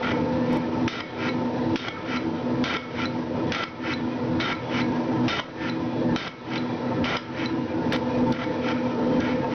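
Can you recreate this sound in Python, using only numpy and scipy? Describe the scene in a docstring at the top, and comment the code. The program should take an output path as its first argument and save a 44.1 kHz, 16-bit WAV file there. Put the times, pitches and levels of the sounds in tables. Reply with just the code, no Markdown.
"""A dull clunk and a rising drone of motor and gears: a small metal shaper slots a steel ring in a workshop.
On each stroke the tool knocks into the work, shears a chip and snaps free, exciting the ring's resonances,
then drags back through the slot and drops onto its seat with a ping. The drone, coloured by the cast
frame, swells and sinks with every turn of the crank, and a limiter ducks it after each loud knock.
It is heard close up from the front and, at the start and end, from the side; thin ticks mark the moves."""
import sys
import numpy as np
from scipy import signal
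from scipy.fft import rfft, irfft, next_fast_len
from scipy.io import wavfile
from scipy.ndimage import uniform_filter1d

SR = 44100
rng = np.random.default_rng(int(sys.argv[2]) if len(sys.argv) > 2 else 0)


def unload_wav(signal):
    """Save mono or channel-first audio to the path in sys.argv[1] as 16-bit WAV at rate SR, clipped to [-1, 1]."""
    wavfile.write(
        sys.argv[1],
        SR,
        np.round(np.clip(np.atleast_2d(signal).T, -1, 1) * 32767).astype(np.int16),
    )


N = 420713
T = np.arange(N) / SR
FFT_SIZE = 2 * next_fast_len(N // 2 + SR // 2)
HZ = np.maximum(np.arange(FFT_SIZE // 2 + 1) * SR / FFT_SIZE, 1)
FRONT_VIEW_S = (0.572, 7.932)
FROM_SIDE = (T < FRONT_VIEW_S[0]) | (T > FRONT_VIEW_S[1])


# cutting strokes: entry_s, length_s, knock_db, bite_db, chip_db, chip_rise_db, break_db, after_ring_db
STROKES = [(0.023, 0.099, -40, -50, -25.5, 2, -43, -34), (0.8783, 0.13, -6.5, -18, -21.5, 2, -19, -28.5),
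           (1.758, 0.129, -8.5, -20.5, -27, 5, -18.5, -28.5),
           (2.6397, 0.13, -13, -21.5, -20, 2, -17.5, -27.5),
           (3.5207, 0.12, -6.5, -17, -14, -2.5, -14, -28.5),
           (4.3996, 0.13, -24, -19, -17.5, 1, -22.5, -30.5),
           (5.281, 0.12, -14.5, -14.5, -13.5, 0, -12, -34), (6.161, 0.12, -3.5, -13, -14, -1.5, -18, -28),
           (7.042, 0.13, -17, -24, -21.5, 5, -13.5, -36),
           (7.9225, 0.043, -17, -28.5, -20.5, -4.5, -23.5, -50),
           (8.323, 0.12, -14, -42, -25.5, -4.5, -30.5, -39), (9.2034, 0.125, -20, -47, -28, -5.5, -43, -41)]
# force spectra at the tool tip: frequency_hz, relative_db
FRONT_KNOCK_SPECTRUM = [(40, -6), (300, 1.5), (1000, 0.5), (1400, 11), (2000, 4), (3300, 5.5), (4300, -7),
                        (6500, -5)]
SIDE_KNOCK_SPECTRUM = [(300, -24), (2200, -13), (3200, -1), (4100, -4), (5000, -8), (6300, -2), (8000, 2.5)]
BITE_SPECTRUM = [(300, -10.5), (1400, -5), (2500, -2), (3700, 1.5), (4800, -7), (6500, -5)]
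CHIP_SPECTRUM = [(30, -15.5), (85, 5), (280, 7.5), (500, 5.5), (1000, 0.5), (1900, -2.5), (3100, -8.5),
                 (4200, -19.5), (5600, -23), (6500, -11)]
BREAK_SPECTRUM = [(100, -9.5), (900, 0.5), (2000, -5), (4000, -10), (6500, -13)]
# resonances of the boring bar as the chip tears free: centre_hz, width_hz, lift_db
BAR_RESONANCES = [(1410, 200, 4.5), (2350, 250, 4), (3200, 240, 12.5), (4980, 100, 10)]

def cutting(work, knock_s=0.0035, release_s=0.0026, judder_db=1.56, bite_s=0.076, break_s=0.0073):
    """Impact and fracture: the tool knocks and bites; the chip shears in tiny slips and tears free."""
    blow, bite, push, tear = np.zeros((4, N))
    for entry_s, length_s, knock_db, bite_db, chip_db, rise_db, break_db, _ in STROKES:
        age = T - entry_s
        impact = np.interp(age, [0, knock_s / 10, knock_s, 2 * knock_s], [0, from_db(3), 1, 0])
        blow += from_db(knock_db) * impact
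        bite += from_db(bite_db) * np.exp(-np.abs(age) / bite_s) * (age > 0) * (age < length_s)
        push += np.interp(age, [0, knock_s, length_s, length_s + release_s],
                          [0, from_db(chip_db), from_db(chip_db + rise_db), 0])
        snap = np.interp(age - length_s, [-break_s, -break_s / 2, 0, release_s / 2], [0, 1, 1, 0])
        tear += from_db(break_db) * snap
    fractures = slips(per_s=5000, spread_db=0.5) * from_db(judder_db * drift(220))
    shear = excite(fractures, push, CHIP_SPECTRUM, work)
    crunch = excite(slips(per_s=5000, spread_db=2.0), bite, BITE_SPECTRUM, work)
    grit = rng.choice([-1., 1.], N)
    knock = np.where(FROM_SIDE, excite(grit, blow, SIDE_KNOCK_SPECTRUM),
                     excite(grit, blow, FRONT_KNOCK_SPECTRUM))
    break_off = excite(grit, tear, BREAK_SPECTRUM, resonant_body(BAR_RESONANCES))
    return shear + crunch + knock + break_off


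# return strokes: exit_s, level_db
RETURNS = [(0.571, -34), (1.293, -27), (2.174, -27.5), (3.056, -28.5), (3.936, -27.5), (4.816, -25),
           (5.697, -31), (6.579, -32), (7.457, -30), (8.725, -29.5), (9.61, -29)]
# friction force spectrum: frequency_hz, relative_db
DRAG_SPECTRUM = [(100, -25.5), (700, -6.5), (1250, -1.5), (2000, -5), (2600, -4.5), (3600, -15.5),
                 (4800, -20), (6500, -15.5)]

def dragging(work, length_s=0.14, grip_s=0.078, swell_db_per_s=49, fade_s=0.0044):
    """Sliding friction: the returning tip grips and scrapes ever harder until it drops off the edge."""
    force = np.zeros(N)
    for exit_s, db in RETURNS:
        left_s = np.clip(exit_s - T, 0, length_s)
        contact = np.minimum((length_s - left_s) / grip_s, 1) * (T < exit_s)
        force += contact * from_db(db - swell_db_per_s * left_s)
    force = uniform_filter1d(force, int(fade_s * SR) + 1)
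    return excite(slips(per_s=7000, spread_db=1.5), force, DRAG_SPECTRUM, work)


# snags of the tip within a cut or a drag: start_s, level_db
SNAGS = [(1.258, -31.5), (2.16, -24.5), (2.739, -16), (3.0173, -24), (3.547, -2), (3.625, -16),
         (4.745, -24.5), (4.775, -23), (5.3445, -18.5), (5.366, -16), (6.535, -29), (6.558, -22),
         (8.685, -22.5), (8.714, -29)]
# their force spectrum: frequency_hz, relative_db
SNAG_SPECTRUM = [(300, -11.5), (1300, 2), (3000, -3.5), (4500, -11), (6500, -10.5)]

def snagging(work, decay_s=0.004):
    """Transient excitation: each snag is a decaying burst of fractures that rings the work."""
    force = signal.lfilter([1], [1, -np.exp(-1 / (decay_s * SR))], impulses(SNAGS) + 1e-18)
    return excite(rng.choice([-1., 1.], N), force, SNAG_SPECTRUM, work)


# resonances of ring, vice and boring bar: centre_hz, width_hz, lift_db
WORK_RESONANCES = [(1250, 5.5, 4.5), (1305, 4.3, 8), (1362, 15, 17), (1397.5, 12, 5.5), (1436, 24, 6),
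                   (1605, 31, 8), (1834, 21, 4.5), (1910, 22, 10.5), (1994, 34, 9), (2048, 18, 9.5),
                   (2216, 16, 14.5), (2310, 25, 5.5), (2362, 32, 9.5), (2576, 37, 8), (2935, 21, 8.5),
                   (3027, 36, 9), (3132, 28, 9), (3176, 44, 8), (3390, 56, 5.5), (3620, 55, 5.5),
                   (3680, 49, 8), (4430, 590, 6), (4920, 73, 5), (5150, 130, 5.5), (5440, 80, 4)]

def tool_on_work():
    """Source and filter: cut, drag and snag all drive the same resonant steel."""
    work = resonant_body(WORK_RESONANCES)
    return cutting(work) + dragging(work) + snagging(work)


# modes of the steel ring: pitch_hz, level_db, t60_s
RING_MODES = [(2205, 0.5, 0.38), (2232, -6, 0.25), (2150, -10, .25), (2400, -10.5, .16), (1330, -7.5, .25),
              (1290, -12, .3), (3100, -12, 0.22)]

def after_ring(below_drag_db=11.5):
    """Free vibration: the ring sounds on whenever the tool lets go of it."""
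    after_cuts = [(entry_s + length_s, db) for entry_s, length_s, *_, db in STROKES]
    after_drags = [(exit_s, db - below_drag_db) for exit_s, db in RETURNS if exit_s < T[-1]]
    return strike(after_cuts + after_drags, RING_MODES)


# drops of the tool holder: start_s, relative_db
SEATINGS = [(1.291, -36), (2.1725, -37.5), (3.0555, -31.5), (3.937, -33), (4.4109, -23.5), (4.552, -39.5),
            (4.8165, -36), (5.697, -36), (6.5788, -35.5), (7.4586, -31.5)]
# its modes: pitch_hz, level_db, t60_s
HOLDER_MODES = [(4022, 0, 0.1), (3994, -1.5, 0.085), (4160, -15, .04), (3930, -10, .02), (4611, -13, 0.012),
                (5600, 1, .005), (3100, -13, .005)]

def holder_pings():
    """Impact excitation: the holder drops onto its seat and its high modes ring briefly."""
    return from_db(1.5) * strike(SEATINGS, HOLDER_MODES)


# rolling noise of belt and gears: frequency_hz, relative_db
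ROLLING_SPECTRUM = [(25, -95), (64, -83.5), (84, -57.5), (190, -62), (280, -62.5), (365, -66.5),
                    (450, -61.5), (570, -65), (780, -70.5), (1020, -71.5), (1200, -82.5), (1800, -88),
                    (6000, -94)]
# resonances of the cast frame: centre_hz, width_hz, front_lift_db, side_lift_db
FRAME_RESONANCES = [(126, 11, 9.5, 9), (167, 2, 10.5, -4), (248.9, 13.4, 16.5, 16.5), (304.8, 21, 6, 11.5),
                    (325.4, 11, 13, 8), (388.5, 9, 9.5, 3), (477, 19, 6.5, 7), (516.2, 14, 11, 8),
                    (603, 14, 6, 2), (741, 13, 8.5, 5.5), (901.5, 26, 14, 14), (999.5, 9, 11.5, 9)]
# motor and gear tones: pitch_hz, front_db, side_db
DRIVE_TONES = [(96, -52, -55), (123.8, -40.5, -41.5), (164.1, -39.5, -36.5), (244.3, -29.5, -28),
               (306.7, -40, -46), (327.1, -32.5, -37), (433.6, -45, -39.5), (490.5, -54, -36.5),
               (513.3, -42.5, -33), (612, -52, -46.5), (888, -46.5, -40.5), (1007, -56.5, -57)]

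def drone(view, load_db, waver, wander_rad, motor_hz=24.82, throb=0.2, load_share=0.28):
    """Forced vibration: rolling noise drives the frame; tones grow with load and waver with belt slip."""
    column = ("front", "side").index(view)
    frame = resonant_body([(hz, width_hz, db[column]) for hz, width_hz, *db in FRAME_RESONANCES])
    rolling = white() * (1 + throb * np.sin(2 * np.pi * motor_hz * T))
    out = colour(rolling, ROLLING_SPECTRUM, frame)
    strain = from_db(load_share * load_db)
    for hz, *db in DRIVE_TONES:
        phase = 2 * np.pi * (hz * T + rng.random()) + wander_rad * drift(12)
        out += from_db(db[column]) * strain * (1 + waver * drift(14)) * np.sin(phase)
    return out


# load through one turn of the crank: since_entry_s, hum_db, growl_db, whirr_db, slideway_db
LOAD_CYCLE = [(0, -27, -39.5, -48.5, -1), (0.079, -30.5, -38, -37, 6), (0.29, -31.5, -37, -40.5, 1),
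              (0.38, -28.5, -38.5, -37.5, 1), (0.45, -30, -39.5, -41, 2), (0.53, -27.5, -37.5, -36, 0.5),
              (0.62, -33, -38, -39.5, 0.5), (0.73, -28, -33, -36.5, 1), (0.79, -26, -34.5, -36, 1.5),
              (0.86, -22.8, -36.5, -35, 3)]
# effort of the drive, one row a stroke:
# drone_db, lull_depth_db, growl_surge_db, hum_surge_db, bass_over_hum_db, bass_lull_db, bass_surge_db
EFFORTS = [(1, 1, 25, -5, -6.5, -4, -4), (1.5, 11, -2, -1.5, -9.5, 3, -1.5), (-1, 7.5, -1, -2, -8.5, 1, 3),
           (-1, 8.5, 1.5, 1, -6, 5, 3.5), (-1, 5, 2.5, -2, -7.5, 1, 1.5),
           (3, 10.5, 2, -1.5, -7.5, -0.5, 5.5), (-1, 4, -4, -1.5, -6, 3, -1), (-0.5, 8, 5.5, 0, -7.5, 2, 3),
           (-1.1, 5.5, 1.5, -1, -7.5, -1, 2), (1, -4, 1, -0.5, -6.5, -4, 1),
           (-1, 2.5, -3, -1, -8, -1.5, -2), (0, 4, 0.5, 1.5, -9, -7, 0)]

def drive_levels(lull_at_s=0.23, lull_width_s=0.077, surge_lead_s=0.1, surge_width_s=0.12):
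    """Cyclic loading: band levels in dB surge or dip before each cut and shift as the ram turns round."""
    drone_db, lull_db, growl_surge_db, hum_surge_db, bass_db, bass_lull_db, bass_surge_db = (
        np.transpose(EFFORTS))
    current, coming, ahead_s, turn_s = crank()
    lull = np.exp(-((turn_s - lull_at_s) / lull_width_s) ** 2)
    surge = np.exp(-((ahead_s - surge_lead_s) / surge_width_s) ** 2)
    cycle_s, *curves, _ = np.transpose(LOAD_CYCLE)
    hum, growl, whirr = (np.interp(turn_s, cycle_s, curve) + drone_db[current] for curve in curves)
    sag_db = lull * lull_db[current]
    upper_sag_db = 0.2 * sag_db
    return (hum + bass_db[current] + surge * bass_surge_db[coming] - lull * bass_lull_db[current],
            hum + surge * hum_surge_db[coming] - sag_db,
            growl + surge * growl_surge_db[coming] - upper_sag_db,
            whirr - upper_sag_db)


def drive(crossovers_hz=(195, 370, 650), side_lifts_db=(1.5, 2.5, 6.5, 3), uneven_belt_db=1.0):
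    """Amplitude modulation: the drone's bass, hum, growl and whirr each follow the load on the crank."""
    levels_db = drive_levels()
    load_db = levels_db[1] - np.median(levels_db[1])   # the swell of the hum
    front = drone("front", load_db, waver=0.27, wander_rad=0.46)
    side = drone("side", load_db, waver=0.26, wander_rad=0.33)
    sound = np.where(FROM_SIDE, side, front)
    bass, low, low_mid = (signal.sosfiltfilt(signal.butter(4, hz, fs=SR, output="sos"), sound)
                          for hz in crossovers_hz)
    bands = bass, low - bass, low_mid - low, sound - low_mid
    out = 0
    for band, level_db, side_db in zip(bands, levels_db, side_lifts_db):
        steady = band / np.sqrt(uniform_filter1d(band ** 2, size=SR // 10))
        out += steady * from_db(level_db + side_db * FROM_SIDE + uneven_belt_db * drift(16))
    onset_db = -21 * np.maximum(1 - T / 0.065, 0)
    return out * from_db(onset_db)


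def crank(period_s=0.8685):
    """Periodic motion: the latest stroke, the coming one, the time until it and the time into the turn."""
    entries_s = np.array(STROKES)[:, 0]
    begun = np.searchsorted(entries_s, T)
    current, coming = np.maximum(begun - 1, 0), np.minimum(begun, len(entries_s) - 1)
    ahead_s = entries_s[coming] - T
    return current, coming, ahead_s, -ahead_s % period_s


# hiss of the slideways: frequency_hz, level_db
SLIDE_SPECTRUM = [(500, -89), (1100, -79.5), (1500, -80.5), (2100, -81), (3000, -87.5), (4000, -90),
                  (5000, -93.5), (6400, -100)]
# resonances rubbed by the ram: centre_hz, width_hz, level_db
SLIDE_RESONANCES = [(1304, 50, -70.5), (1436, 30, -75), (1633, 30, -73), (1775, 18, -70), (1934, 35, -75.5),
                    (2360, 37, -79.5), (2460, 38, -80.5), (2840, 68, -87), (3136, 77, -83),
                    (3402, 36, -80.5), (3900, 190, -87)]

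def slideways(swell_db=4, flutter_db=1.0, side_db=0.5):
    """Friction noise: the ram rubs along its guides, and each resonance swells and fades on its own."""
    out = colour(white(), SLIDE_SPECTRUM)
    for hz, width_hz, db in SLIDE_RESONANCES:
        gain = from_db(db + swell_db * drift(9.2))
        out += gain * signal.lfilter(*signal.iirpeak(hz, hz / width_hz, fs=SR), white())
    cycle_s, *_, rub_db = np.transpose(LOAD_CYCLE)
    *_, turn_s = crank()
    return out * from_db(np.interp(turn_s, cycle_s, rub_db) - flutter_db * drift(28) + side_db * FROM_SIDE)


# clunks in the drive: start_s, level_db
CLUNKS = [(0.012, -27.5), (6.918, -27), (9.444, -22.5)]
# modes of the casting: pitch_hz, level_db, t60_s
CASTING_MODES = [(500, -2, 0.078), (720, -2, 0.089), (901, -1.5, 0.17), (1068, -12.5, 0.14),
                 (2570, -15, .06)]

def clunks():
    """Backlash: play in the drive knocks the casting's damped modes."""
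    return strike(CLUNKS, CASTING_MODES)


# thin ticks, most near a change of viewpoint: start_s, level_db
TICKS = [(0.5315, -28), (0.5714, -29), (7.9317, -22), (7.9715, -36), (8.3262, -34)]
# their spectrum: frequency_hz, gain_db
TICK_SPECTRUM = [(1000, 7), (6000, 5), (10000, 0.5), (15000, -3)]

def ticks():
    """An impulse is broadband: single dry clicks reach far into the treble."""
    return colour(impulses(TICKS), TICK_SPECTRUM)


def workshop(x, t60_s=0.22, tail_db=-11.5, delay_s=0.006):
    """Reverberation: the brick walls add a short, diffuse, exponentially decaying tail."""
    t = T[:SR // 2]
    tail = rng.standard_normal(len(t)) * from_db(-60 * t / t60_s) * (t > delay_s)
    return x + from_db(tail_db) * signal.fftconvolve(x, tail / np.linalg.norm(tail))[:N]


def from_db(db):
    """Decibels to amplitude ratio."""
    return 10 ** (np.asarray(db) / 20)


def white():
    """White noise of 0 dB per Hz."""
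    return rng.standard_normal(N) * np.sqrt(SR / 2)


def drift(per_s):
    """Random modulation of unit rms, gliding between `per_s` new values a second."""
    curve = np.interp(T * per_s, np.arange(4096), rng.standard_normal(4096))
    return curve / np.sqrt(np.mean(curve ** 2))


def slips(per_s, spread_db):
    """Shot noise: tiny fractures of uneven size at random moments."""
    signs = (rng.random(N) < per_s / SR) * rng.choice([-1, 1], N)
    return signs * from_db(spread_db * np.clip(rng.standard_normal(N), -2, 2))


def impulses(hits):
    """Ideal impacts: one sample for each (start_s, level_db)."""
    out = np.zeros(N)
    for start_s, db in hits:
        out[int(start_s * SR)] = from_db(db)
    return out


def strike(hits, modes):
    """Modal superposition: each hit starts every mode as a damped sinusoid."""
    clicks, out = impulses(hits) + 1e-18, 0
    for hz, db, t60_s in modes:
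        decay, step = from_db(-60 / (t60_s * SR)), 2 * np.pi * hz / SR
        feedback = [1, -2 * decay * np.cos(step), decay ** 2]
        out += signal.lfilter([0, from_db(db) * np.sin(step)], feedback, clicks)
    return out


def resonant_body(resonances):
    """Peaking resonances in series: their frequency responses multiply."""
    response = 1
    for hz, width_hz, lift_db in resonances:
        detuning = (HZ ** 2 - hz ** 2) / (HZ * width_hz)
        response *= 1 + (from_db(lift_db) - 1) / (1 + 1j * detuning)
    return response


def colour(x, spectrum, body=1):
    """Minimum-phase filtering by this spectrum, followed by a body's response."""
    hz, db = np.transpose(spectrum)
    cepstrum = irfft(np.log(from_db(np.interp(np.log(HZ), np.log(hz), db))))
    cepstrum[1:FFT_SIZE // 2] *= 2   # folding onto positive time makes the filter causal
    cepstrum[FFT_SIZE // 2 + 1:] = 0
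    return irfft(rfft(x, FFT_SIZE) * np.exp(rfft(cepstrum)) * body)[:N]


def excite(grains, force, spectrum, body=1):
    """Forced response of a body to grains under a changing force; a steady force of 1 gives rms 1."""
    return colour(grains * force, spectrum, body) / np.std(colour(grains, spectrum, body))


def scene():
    """Superposition: drive and slideways run throughout; the tool's sounds reverberate in the room."""
    machine = drive() + slideways() + clunks()
    tool = tool_on_work() + after_ring() + holder_pings()
    return (machine + workshop(tool))[None]


def limiter(x, ceiling_db=-14.0, release_db_per_s=55, attack_s=0.00027, sense_hz=450):
    """Peak limiting: peaks above the bass that pass the ceiling cut the gain; it climbs back steadily."""
    sensed = signal.sosfilt(signal.butter(1, sense_hz, "high", fs=SR, output="sos"), x)
    over_db = np.maximum(20 * np.log10(np.abs(sensed) + 1e-9) - ceiling_db, 0)
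    recovery_db = release_db_per_s * T[:x.shape[-1]]
    held_db = np.maximum.accumulate(over_db + recovery_db, axis=-1) - recovery_db
    pole = np.exp(-1 / (attack_s * SR))
    return x * from_db(-signal.lfilter([1 - pole], [1, -pole], held_db))


def treble_cut(x, stop_hz):
    """Band limiting: a steep low-pass, 60 dB down from stop_hz."""
    return signal.sosfilt(signal.cheby2(12, 60, stop_hz, fs=SR, output="sos"), x)


# the recorder's own hiss: frequency_hz, density_db_per_hz
HISS_SPECTRUM = [(30, -82), (1000, -81.5), (4000, -96.5), (6500, -99)]

def record(dry, saturation=0.18):
    """Each viewpoint is limited alone; soft clipping, hiss and a treble cut follow, then the ticks."""
    views = np.split(dry, [int(s * SR) for s in FRONT_VIEW_S], axis=-1)
    limited = np.concatenate([limiter(view) for view in views], axis=-1)
    rounded = saturation * np.tanh(limited / saturation)
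    dulled = treble_cut(rounded + colour(white(), HISS_SPECTRUM), stop_hz=7000)
    fade_out = np.minimum((T[-1] - T) / 0.003, 1)
    return treble_cut(dulled * fade_out + ticks(), stop_hz=16000)


dry = scene()
out = record(dry)
unload_wav(out)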